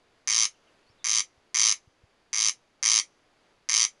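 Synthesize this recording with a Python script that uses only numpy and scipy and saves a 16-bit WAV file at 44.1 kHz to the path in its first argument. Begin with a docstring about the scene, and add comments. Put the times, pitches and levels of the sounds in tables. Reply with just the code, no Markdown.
"""Corncrake in long grass

A corncrake rasps six calls: one alone, two pairs, then one more. Each is a limping run of about
twenty sharp double clicks that ring in the bird's throat and scatter among the stems. Behind it sit
a quiet outdoor hush, a few tiny chirps of a far bird and some soft low bumps."""
import sys
import numpy as np
from scipy import signal
from scipy.fft import rfft, irfft
from scipy.io import wavfile

SR = 44100
rng = np.random.default_rng(int(sys.argv[2]) if len(sys.argv) > 2 else 0)


def waveform_to_disk(signal):
    """Save audio, clipped to [-1, 1], as 16-bit WAV at the path in sys.argv[1]."""
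    frames = np.transpose(np.atleast_2d(signal))
    scaled = np.clip(frames, -1, 1) * 32767
    samples = np.round(scaled).astype(np.int16)
    wavfile.write(sys.argv[1], SR, samples)


N = 176400

# Tone of the outdoor air: frequency_hz, gain_db
HUSH_EQ = [(25, -2), (60, -10.5), (100, -5), (160, -8), (350, -3), (650, -5), (1000, -7.5), (2200, -11),
           (2800, -13), (4200, -16.5), (4750, -14), (5300, -20), (6500, -21), (8200, -28.5), (9600, -29.5),
           (11000, -29)]
HUSH_DB, HUSH_WAVER_DB = -66, 1
# Soft low bumps: start_s, level_db, pitch_hz
LOW_BUMPS = [(.308, -54.5, 90), (0.899, -56, 104), (1.376, -58.5, 85.7), (1.874, -51, 100),
             (2.036, -49, 92)]
BUMP_RISE_S = .0034
# The far bird's chirps: start_s, length_s, first_hz, middle_hz, last_hz, level_db
FAR_CHIRPS = [(.540, .02, 3150, 2950, 2550, -66), (.670, .018, 3250, 2950, 2600, -65),
              (.864, .042, 4250, 4550, 5400, -68), (.897, .028, 5200, 5400, 5200, -69),
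              (.982, .054, 4250, 3480, 4300, -65)]
# Tone of the scatter from the stems: frequency_hz, gain_db
GRASS_EQ = [(300, -6), (1200, -6.5), (2300, -0.5), (4000, -7.5), (6100, -6.5), (7500, -4.5), (10000, -3)]
GRASS_T60_S, GRASS_BUILD_S = .112, .0012
FAR_TAIL_DB, FAR_TAIL_T60_S = -50, .69

# The corncrake's calls: start_s, gain_db, mean_gap_ms, swell_db
CALLS = [(0.2742, -.1, 8.88, 3), (1.0429, -1.3, 8.89, 3.8), (1.5442, .9, 8.88, 3), (2.3305, -.9, 9.03, 4.3),
         (2.8276, 1.6, 8.89, 3), (3.6886, .4, 8.89, 3.5)]
# Length of each call: click_count
CLICKS_PER_CALL = [21, 19, 21, 19, 20, 19]
# The stumble that opens every call, against the mean gap: gap_ratio
STUMBLE_GAPS = [.70, .86, 1.24, .79, 1.19, .98, .97]
LIMP_DEPTH, LIMP_CLICKS, LAST_GAP_STRETCH, GAP_JITTER = .26, 10.5, 1.13, .025
SWELL_S, FADE_S, END_SLACK = .075, .035, .2
FIRST_CLICK_DB, CLICK_SPREAD_DB = -2, .92
REBOUND_MS, REBOUND_DB, REBOUND_JITTER = .81, -4.4, .025
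BREATH_DB, BREATH_DECAY_MS = -18, .8
# Bands that lag within a click: centre_hz, width_hz
LAGGING_BANDS = [(2600, 900), (3600, 1100), (7600, 1500), (9300, 2200)]
# Throat resonances: centre_hz, width_hz, full_effort_gain_db, swell_db
THROAT_RESONANCES = [(992, 683, -23, -2), (1276, 220, -17.5, 0.5), (1874, 300, -9, -6.5),
                     (2293, 538, -19, -4.5), (3114, 324, -3.5, 4), (3895, 550, -14.5, 7.5),
                     (4536, 700, -7.5, 2.5), (5624, 796, -1.65, 1.5), (6314, 869, -3.5, 0.5),
                     (7317, 629, -15, 0.5), (8210, 330, -18, 2.5), (9190, 720, -17.5, 1.5),
                     (10070, 1070, -21, 0.5)]
THROAT_LOW_HZ, THROAT_HIGH_HZ, VOICE_GAIN_DB = 610, 11270, 14.5
CHEST_HZ, CHEST_WIDTH_HZ, CHEST_GAIN_DB = 193, 130, -34.5
CUTOFF_HZ = 11200


def from_db(db):
    """Decibels to gain."""
    return 10 ** (np.asarray(db) / 20)


def colour(x, eq):
    """Apply an EQ curve drawn through (frequency_hz, gain_db) points."""
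    hz, db = np.transpose(eq)
    bin_hz = np.maximum(np.arange(len(x) // 2 + 1) * SR / len(x), 1)
    return irfft(rfft(x) * from_db(np.interp(np.log(bin_hz), np.log(hz), db)), len(x))


def unit_energy(x):
    """Scale to an energy of one."""
    return x / np.sqrt(np.sum(x ** 2))


def cut(x, hz, kind, order):
    """Butterworth high- or low-pass."""
    return signal.sosfilt(signal.butter(order, hz, kind, fs=SR, output="sos"), x)


def resonate(x, hz, width_hz):
    """One ringing band with unity gain at its peak."""
    r = np.exp(-np.pi * width_hz / SR)
    feedback = [1, -2 * r * np.cos(2 * np.pi * hz / SR), r * r]
    return signal.lfilter(np.array([1, 0, -1]) * (1 - r * r) / 2, feedback, x + 1e-18)


def add(out, start_s, sound):
    """Mix a short sound in at its cue."""
    i = int(start_s * SR)
    out[i:i + len(sound)] += sound[:max(N - i, 0)]


def hush():
    """A bed of outdoor air: dark noise whose level wavers slightly."""
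    knots = rng.normal(0, HUSH_WAVER_DB, size=24)
    waver_db = np.interp(np.linspace(0, len(knots) - 1, N), np.arange(len(knots)), knots)
    air = unit_energy(colour(rng.standard_normal(N), HUSH_EQ)) * np.sqrt(N)
    return from_db(HUSH_DB + waver_db) * air


def bumps():
    """Dull knocks that die within a cycle or two."""
    out, t = np.zeros(N), np.arange(SR // 10) / SR
    for start_s, level_db, pitch_hz in LOW_BUMPS:
        envelope = t / BUMP_RISE_S * np.exp(1 - t / BUMP_RISE_S)
        add(out, start_s, -from_db(level_db) * envelope * np.sin(2 * np.pi * pitch_hz * t))
    return out


def far_bird():
    """Thin whistles, each bending through three pitches."""
    out = np.zeros(N)
    for start_s, length_s, *bend_hz, level_db in FAR_CHIRPS:
        progress = np.linspace(0, 1, int(length_s * SR))
        pitch_hz = np.polyval(np.polyfit([0, .5, 1], bend_hz, 2), progress)
        envelope = np.sqrt(4 * progress * (1 - progress))
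        add(out, start_s, from_db(level_db) * envelope * np.sin(2 * np.pi * np.cumsum(pitch_hz) / SR))
    return out


def echo_tail(t60_s, build_s):
    """Dense echoes that build up and die away."""
    t = np.arange(SR) / SR
    return unit_energy(rng.standard_normal(SR) * from_db(-60 * t / t60_s) * (1 - np.exp(-t / build_s)))


def meadow(direct):
    """The space: direct sound, a short scatter among the stems and a faint far tail."""
    padded_scatter = np.r_[np.zeros(SR), echo_tail(GRASS_T60_S, GRASS_BUILD_S)]
    scatter = colour(padded_scatter, GRASS_EQ)[SR:]
    far_tail = from_db(FAR_TAIL_DB) * echo_tail(FAR_TAIL_T60_S, build_s=.077)
    return direct + signal.fftconvolve(direct, scatter + far_tail)[:N]


def limping_rhythm(count, mean_gap_ms):
    """Click times of one call: a stumble, a long-short limp that evens out, two slow last gaps."""
    k = np.arange(count - 1 - len(STUMBLE_GAPS))
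    limp_fade = np.maximum(1 - (k / LIMP_CLICKS) ** 2, 0) * (1 - k / LIMP_CLICKS / 2)
    gaps = np.r_[STUMBLE_GAPS, 1 + LIMP_DEPTH * (-1.) ** k * limp_fade]
    gaps[-2:] = LAST_GAP_STRETCH
    return (np.r_[0, np.cumsum(gaps)] + rng.normal(0, GAP_JITTER, count)) * mean_gap_ms / 1000


def double_click():
    """A sharp snap and its softer rebound, over a tiny puff of breath."""
    ms = np.arange(SR // 200) / SR * 1000
    click = from_db(BREATH_DB) * unit_energy(rng.standard_normal(len(ms)) * np.exp(-ms / BREATH_DECAY_MS))
    click[0] += 1
    rebound_ms = REBOUND_MS * rng.normal(1, REBOUND_JITTER)
    click[np.argmin(abs(ms - rebound_ms))] += from_db(REBOUND_DB)
    return click


def click_runs():
    """Swelling runs of clicks, and the bird's slack: 1 as a call starts, 0 at full effort."""
    clicks, slack_points = np.zeros(N), []
    for (start_s, gain_db, mean_gap_ms, swell_db), count in zip(CALLS, CLICKS_PER_CALL):
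        t = limping_rhythm(count, mean_gap_ms)
        slack = np.maximum(1 - t / SWELL_S, 0) + END_SLACK * np.maximum(1 - (t[-1] - t) / FADE_S, 0)
        slack_points += zip(start_s + t, slack)
        click_db = gain_db - swell_db * slack + rng.normal(0, CLICK_SPREAD_DB, count)
        click_db[0] += FIRST_CLICK_DB
        for click_s, gain in zip(start_s + t, from_db(click_db)):
            add(clicks, click_s, gain * double_click())
    return clicks, np.interp(np.arange(N) / SR, *np.transpose(slack_points))


def smear(x):
    """All-passes smear the attack: some bands of each click arrive a little late."""
    for hz, width_hz in LAGGING_BANDS:
        r = np.exp(-np.pi * width_hz / SR)
        feedback = [1, -2 * r * np.cos(2 * np.pi * hz / SR), r * r]
        x = signal.lfilter(feedback[::-1], feedback, x)
    return x


def corncrake():
    """The clicks ring in the throat, brighter with effort, and faintly in the chest."""
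    clicks, slack = click_runs()
    throat = np.zeros(N)
    for k, (hz, width_hz, gain_db, swell_db) in enumerate(THROAT_RESONANCES):
        ring = resonate(resonate(clicks, hz, width_hz), hz, width_hz)  # twice, for steep slopes
        throat += (-1) ** k * from_db(gain_db - swell_db * slack) * ring
    throat = cut(smear(throat), THROAT_LOW_HZ, "high", order=4)
    throat = cut(throat, THROAT_HIGH_HZ, "low", order=10)
    chest_drive = cut(clicks, CHEST_HZ - CHEST_WIDTH_HZ / 2, "high", order=3)
    chest = resonate(chest_drive, CHEST_HZ, CHEST_WIDTH_HZ)
    return from_db(VOICE_GAIN_DB) * (throat + from_db(CHEST_GAIN_DB) * chest)


def scene():
    """The mono mix: both birds in the meadow, over the bumps and the hush."""
    return (meadow(corncrake() + far_bird()) + bumps() + hush())[None]


def record(dry):
    """A steep low-pass takes off the very top."""
    return signal.sosfilt(signal.ellip(8, .3, 70, CUTOFF_HZ, fs=SR, output="sos"), dry)


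dry = scene()
out = record(dry)
waveform_to_disk(out)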